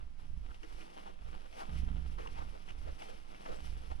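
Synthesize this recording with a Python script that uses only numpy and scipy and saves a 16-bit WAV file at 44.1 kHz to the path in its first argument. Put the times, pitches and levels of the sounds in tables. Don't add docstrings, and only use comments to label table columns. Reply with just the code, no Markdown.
import sys
import numpy as np
from scipy.fft import rfft, irfft, next_fast_len
from scipy.io import wavfile
from scipy.ndimage import uniform_filter1d, map_coordinates

SR = 44100
rng = np.random.default_rng(int(sys.argv[2]) if len(sys.argv) > 2 else 0)


def generate_wav(signal):
    frames = np.transpose(np.atleast_2d(signal))
    scaled = np.clip(frames, -1, 1) * 32767
    pcm = np.round(scaled).astype(np.int16)
    wavfile.write(sys.argv[1], SR, pcm)


N = 176400


def amp(db):
    return 10 ** (np.asarray(db) / 20)


def unit(x):
    return x / np.sqrt(np.mean(x ** 2) + 1e-20)


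def along(points, hz):
    f, v = np.transpose(points)
    return np.interp(np.log(hz + 1), np.log(f + 1), v)


def clock():
    return np.arange(N) / SR


def curve(points):
    return np.interp(clock(), *np.transpose(points))


def wobble(knots_per_s):
    return map_coordinates(rng.standard_normal(2048), [clock() * knots_per_s + 2], mode="wrap")


def swell(t, rise_s, fall_s):
    return np.exp(np.minimum(t / rise_s, -t / fall_s))


def filtered(x, response):
    size = next_fast_len(N + SR // 2)
    return irfft(rfft(x, size) * response(np.fft.rfftfreq(size, 1 / SR)), size)[..., :N]


def coloured(x, colour):
    return unit(filtered(x, lambda hz: amp(along(colour, hz))))


def peaked(colour, pitch_hz, width_oct, skirt_db):
    peak = lambda hz: np.exp(-(np.log2((hz + 1) / pitch_hz) / width_oct) ** 2)
    return lambda hz: amp(along(colour, hz)) * (amp(skirt_db) + peak(hz))


def street_air():
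    # f/Hz, level/dB
    colour = [(30, -10.5), (160, -0.5), (300, 7), (900, 7.5), (3000, -1.5), (5000, -7.5), (9000, -16),
              (11500, -24.5), (15000, -35)]
    return amp(-71) * coloured(rng.standard_normal((2, N)), colour)


def wind():
    # t/s, level/dB
    gusts = [(0.03, -49.5), (0.15, -66), (0.36, -45.5), (0.6, -58.5), (0.66, -75), (0.77, -49.5),
             (0.92, -107), (1.16, -62.5), (1.27, -50), (1.59, -76), (1.74, -45.5), (1.99, -45.5),
             (2.21, -49.5), (2.24, -56), (2.41, -47.5), (2.58, -58.5), (2.66, -61), (2.69, -61),
             (2.74, -53.5), (2.93, -47.5), (2.99, -88), (3.13, -61), (3.39, -83), (3.5, -54), (3.55, -59),
             (3.65, -50.5), (3.81, -48.5), (3.84, -57), (3.93, -46), (4.0, -58)]
    # t/s, f/Hz
    throb_rate = [(0, 13.1), (1.2, 13.1), (1.5, 14.1), (1.8, 13.4), (2.3, 13.4), (2.6, 14.4), (3.0, 13.7),
                  (4, 13.4)]
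    # multiple, level/dB at gust_ref_db, growth/(dB per dB of gust)
    throb_orders = [(1, -44, 0.43), (3, -43.5, 1.78), (5, -42, 1.75), (7, -61, 5.1)]
    # f/Hz, level/dB
    eddy_colour = [(10, 6), (25, -7), (45, 6), (70, -4.5), (90, -17.5), (130, -17.5), (400, -55),
                   (2000, -102)]
    # t/s, level/dB
    burr_levels = [(.03, -62.5), (.19, -70), (.24, -56.5), (.4, -59.5), (.5, -69.5), (1.1, -83),
                   (1.25, -65), (1.58, -79), (1.66, -61), (1.73, -50), (1.97, -50), (2.06, -56.5),
                   (2.2, -60.5), (2.44, -57), (2.6, -69.5), (2.7, -68), (2.83, -61), (3.0, -69.5),
                   (3.4, -71.5), (3.64, -61), (3.85, -63), (4, -63.5)]
    # f/Hz, level/dB
    burr_colour = [(40, -18), (100, 6.5), (190, -5), (240, -1.5), (300, -10), (450, -23.5), (1000, -62),
                   (4000, -58)]
    # multiple of the throb rate, level/dB
    burr_orders = [(10, -7.5), (12, 0), (18, -21.5)]
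    gust_ref_db, calm_db, burr_ref_db = -43, -71.5, -47
    smooth_s, first_push_s, drift_rad = .06, .071, .45

    strength = uniform_filter1d(amp(curve(gusts)), size=int(smooth_s * SR)) + amp(calm_db)
    gust_db = 20 * np.log10(strength) - gust_ref_db
    rate_hz = curve(throb_rate)
    phase = 2 * np.pi * (np.cumsum(rate_hz) / SR - first_push_s * rate_hz[0])

    def partial(k):
        return np.sqrt(2) * np.cos(k * phase + drift_rad * wobble(9.1)) * amp(1.84 * wobble(17))

    throb = sum(amp(db + growth * gust_db) * partial(k) for k, db, growth in throb_orders)
    eddies = amp(gust_ref_db - 5.5 + .6 * gust_db) * coloured(rng.standard_normal((2, N)), eddy_colour)
    rumble = throb * amp([[-14], [0]]) + eddies * amp([[-5], [0]])

    burr_db = curve(burr_levels)
    pushes = .65 + np.cos(phase) ** 4
    stirred = coloured(rng.standard_normal((2, N)) * pushes, burr_colour)
    ring_db = burr_ref_db + 1.35 * (burr_db - burr_ref_db)
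    ring = sum(amp(db) * partial(k) for k, db in burr_orders)
    burr = amp(burr_db + 2) * stirred + amp(ring_db + 3) * ring
    return amp(7) * rumble + burr * amp([[-10], [0]])


def hum():
    # t/s, level/dB, half-width/s
    swells = [(1.07, -59, .12), (2.6, -64, .08), (3.87, -62, .07)]
    pitch_hz = 187
    t = clock()
    envelope = sum(amp(db) * np.exp(-((t - at_s) / width_s) ** 2) for at_s, db, width_s in swells)
    tone = np.sin(2 * np.pi * pitch_hz * t + .61 * wobble(23))
    return envelope * tone * amp(1.7 * wobble(28.1))


def ticks():
    # t/s, level/dB, f/Hz
    hits = [(3.44, -66, 9000), (3.558, -61, 7713)]
    t60_s = .11
    t = clock()
    out = np.zeros(N)
    for at_s, db, hz in hits:
        envelope = swell(t - at_s, rise_s=.0005, fall_s=t60_s / np.log(1000))
        out += amp(db) * envelope * np.sin(2 * np.pi * hz * t + .5 * wobble(300))
    return out


def crinkle(rate_per_s, spread_db, friction):
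    impulses = (rng.random((2, N)) < rate_per_s / SR) * rng.choice([-1, 1], (2, N))
    sizes = amp(spread_db * np.minimum(rng.exponential(size=(2, N)), 4))
    return unit(unit(impulses * sizes) + friction * rng.standard_normal((2, N)))


def rustle():
    # t/s, level/dB
    levels = [(0, -52.5), (.17, -84), (.2, -56), (.39, -70), (.46, -50.5), (.59, -60), (.82, -48),
              (.9, -54.5), (1.0, -49), (1.16, -54.5), (1.35, -46.5), (1.5, -57.5), (1.58, -45.5),
              (1.9, -50), (2.15, -50.5), (2.33, -52), (2.62, -51.5), (2.79, -50.5), (3.1, -52.5),
              (3.28, -51), (3.62, -48.5), (3.8, -51), (4, -54)]
    # f/Hz, level/dB
    colour = [(60, -33), (170, 3.5), (320, 1), (490, 0.5), (600, 1), (800, 3.5), (1300, -5.5),
              (2000, -14.5), (3050, -12.5), (4000, -20.5), (6000, -32.5), (14000, -45)]
    envelope = amp(curve(levels) - 5.5 + 1.6 * wobble(45))
    return envelope * coloured(crinkle(rate_per_s=700, spread_db=4.5, friction=.65), colour)


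def swish():
    # t/s, level/dB
    levels = [(0.03, -83.5), (0.17, -86), (0.19, -77), (0.34, -82), (0.86, -68), (0.89, -76), (0.98, -70.5),
              (1.18, -81.5), (1.34, -74), (1.51, -76.5), (1.6, -61), (1.69, -75.5), (1.78, -66),
              (1.91, -79), (2.13, -72), (2.17, -79.5), (2.2, -71), (2.64, -74.5), (2.71, -73),
              (2.73, -74.5), (2.98, -71.5), (3.0, -67), (3.28, -75.5), (3.57, -68.5), (3.59, -71),
              (3.68, -66.5), (3.76, -73.5), (3.92, -68.5), (3.94, -75), (4.0, -75.5)]
    # f/Hz, level/dB
    colour = [(800, -42), (2000, 4.5), (3000, 2.5), (4000, -2.5), (5000, 2.5), (5800, 1), (6600, -7.5),
              (7500, -8), (10200, -3), (11500, -13), (14000, -16), (15000, -38)]
    flicker = amp(1.64 * wobble(60))
    hiss = coloured(crinkle(rate_per_s=1400, spread_db=4, friction=2.2), colour)
    prickle = coloured(crinkle(rate_per_s=45, spread_db=2.2, friction=0), colour)
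    return amp(curve(levels) + 7.5) * (flicker * hiss + amp(-15) * prickle)


def flaps():
    # t/s, level/dB, f/Hz, rise/s, fall/s
    folds = [(.197, -57, 860, .008, 0.016), (0.511, -52, 1290, 0.011, 0.0091),
             (0.646, -45, 380, 0.0087, 0.011), (.708, -52, 1070, 0.014, 0.011),
             (.82, -52, 373, 0.047, 0.042), (0.984, -53.5, 510, 0.02, 0.011),
             (1.065, -42, 815, 0.0068, 0.018), (1.098, -46, 470, 0.0073, 0.014),
             (1.28, -50.5, 606, 0.0071, 0.0078), (1.46, -46.5, 626, 0.0061, 0.0082),
             (1.573, -47.5, 626, 0.034, 0.023), (1.622, -40, 840, 0.027, 0.02),
             (2.185, -43, 1070, .003, 0.015), (2.201, -45, 425, 0.011, 0.069),
             (2.263, -45, 1000, 0.012, 0.02), (2.39, -40, 880, 0.019, 0.012),
             (2.42, -40.5, 900, 0.019, 0.014), (2.557, -47.5, 573, 0.011, 0.01),
             (2.885, -41, 570, 0.017, 0.017), (3.024, -45.5, 760, 0.029, 0.031),
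             (3.102, -44, 525, 0.023, 0.031), (3.461, -38.5, 670, 0.0062, 0.02),
             (3.491, -40.5, 490, 0.0071, 0.034), (3.522, -40, 570, 0.0072, 0.029),
             (3.913, -39.5, 750, .0025, 0.015)]
    # f/Hz, level/dB
    colour = [(100, -13), (300, 4), (490, 4), (600, 2), (800, 3), (1400, -2.5), (2500, -13), (5000, -18.5),
              (14000, -39)]
    out = np.zeros((2, N))
    for at_s, db, pitch_hz, rise_s, fall_s in folds:
        hollow = peaked(colour, pitch_hz, width_oct=.36, skirt_db=-10)
        noise = unit(filtered(rng.standard_normal((2, N)), hollow))
        out += amp(db - 1) * swell(clock() - at_s, rise_s, fall_s) * noise
    return out


def snaps():
    # t/s, level/dB, f/Hz, rise/s, fall/s
    jerks = [(0.546, -52, 3300, 0.0028, 0.0099), (0.633, -47, 2130, .0015, 0.0069),
             (0.811, -51.5, 2220, 0.0066, 0.011), (1.075, -58.5, 2970, 0.036, 0.016),
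             (1.528, -54.5, 3040, 0.0018, .014), (1.609, -48, 1660, 0.014, 0.015),
             (1.762, -56, 2820, 0.005, 0.061), (2.187, -53.5, 2050, .003, 0.066),
             (2.274, -46.5, 2420, 0.0011, 0.004), (2.385, -52.5, 2310, 0.032, 0.017),
             (2.692, -47, 2480, 0.01, 0.013), (2.708, -48, 2650, 0.0045, 0.0036),
             (3.002, -58, 3080, 0.0079, 0.18), (3.023, -43, 2050, 0.0034, 0.0035),
             (3.347, -53, 2380, .004, 0.017), (3.459, -47.5, 1810, 0.0044, .012),
             (3.531, -68, 2230, 0.037, 0.037), (3.913, -56, 2240, 0.0017, 0.0041)]
    # f/Hz, level/dB
    colour = [(200, -40), (700, 17), (1500, 4.5), (2400, 3.5), (3100, 3.5), (4000, -8), (5600, -1.5),
              (7000, -13), (10000, -13.5), (14000, -52)]
    size, sudden_s = 2 ** 14, .0035
    t = (np.arange(size) - size // 2) / SR
    hz = np.fft.rfftfreq(size, 1 / SR)
    impulse = np.outer([1, 0], t == 0)
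    out = np.zeros((2, N))
    for at_s, db, pitch_hz, rise_s, fall_s in jerks:
        ring = peaked(colour, pitch_hz, width_oct=.35, skirt_db=-2)
        crack = impulse * amp(23) * np.exp(-rise_s / sudden_s)
        creases = unit(rng.standard_normal((2, size)) * amp(5 * rng.standard_normal((2, size))))
        force = swell(t, rise_s, fall_s) * creases + crack
        burst = irfft(rfft(force) * unit(ring(hz)))
        start = round(at_s * SR) - size // 2
        out[:, start:start + size] += amp(db - 1) * burst[:, :N - start]
    return out


def cavity(x):
    # f/Hz, half-width/Hz, gain/dB
    bands = [(235, 25, -2.5), (316, 13.6, 3), (380, 15.6, 0), (501, 38, 3), (589, 37, -5), (613, 43, 2),
             (876, 27, 2), (952, 92, -2.5), (1420, 170, 1.5), (1510, 17, -4), (2830, 59, 1)]
    gain_db = lambda hz: sum(db * np.exp(-((hz - centre) / width) ** 2) for centre, width, db in bands)
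    return filtered(x, lambda hz: amp(gain_db(hz)))


def ports(pair):
    # f/Hz, gain/dB
    right_gain = [(150, -10), (370, -9.5), (690, -4), (1260, 0.5), (3000, 0), (4200, -5), (5200, -19),
                  (8000, -12), (14000, -45)]
    # f/Hz, phase lead/rad
    right_phase = [(100, 9.3), (430, 3.19), (1000, 2.613), (1800, 2.02), (2800, 1.5), (3900, 0.29),
                   (4800, .1)]
    # f/Hz, coherence (0-1)
    coherence = [(200, 1), (450, 0.96), (1000, 1), (2000, 0.85), (3500, .9), (4500, 0.66), (5200, 0.13)]

    def to_right(hz):
        alike = np.clip(along(coherence, hz), 0, 1)
        shift = amp(along(right_gain, hz)) * np.exp(1j * along(right_phase, hz))
        return shift * np.array([alike, np.sqrt(1 - alike ** 2)])

    return np.array([pair[0], filtered(pair, to_right).sum(0)])


def scene():
    air = street_air()
    cloth = ports(cavity(rustle() + swish() + flaps() + snaps()))
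    hum_and_ticks = (hum() + ticks()) * amp([[0], [-18]])
    return air + wind() + hum_and_ticks + cloth


def record(dry):
    top_hz = 14900
    return filtered(dry, lambda hz: hz < top_hz)


dry = scene()
out = record(dry)
generate_wav(out)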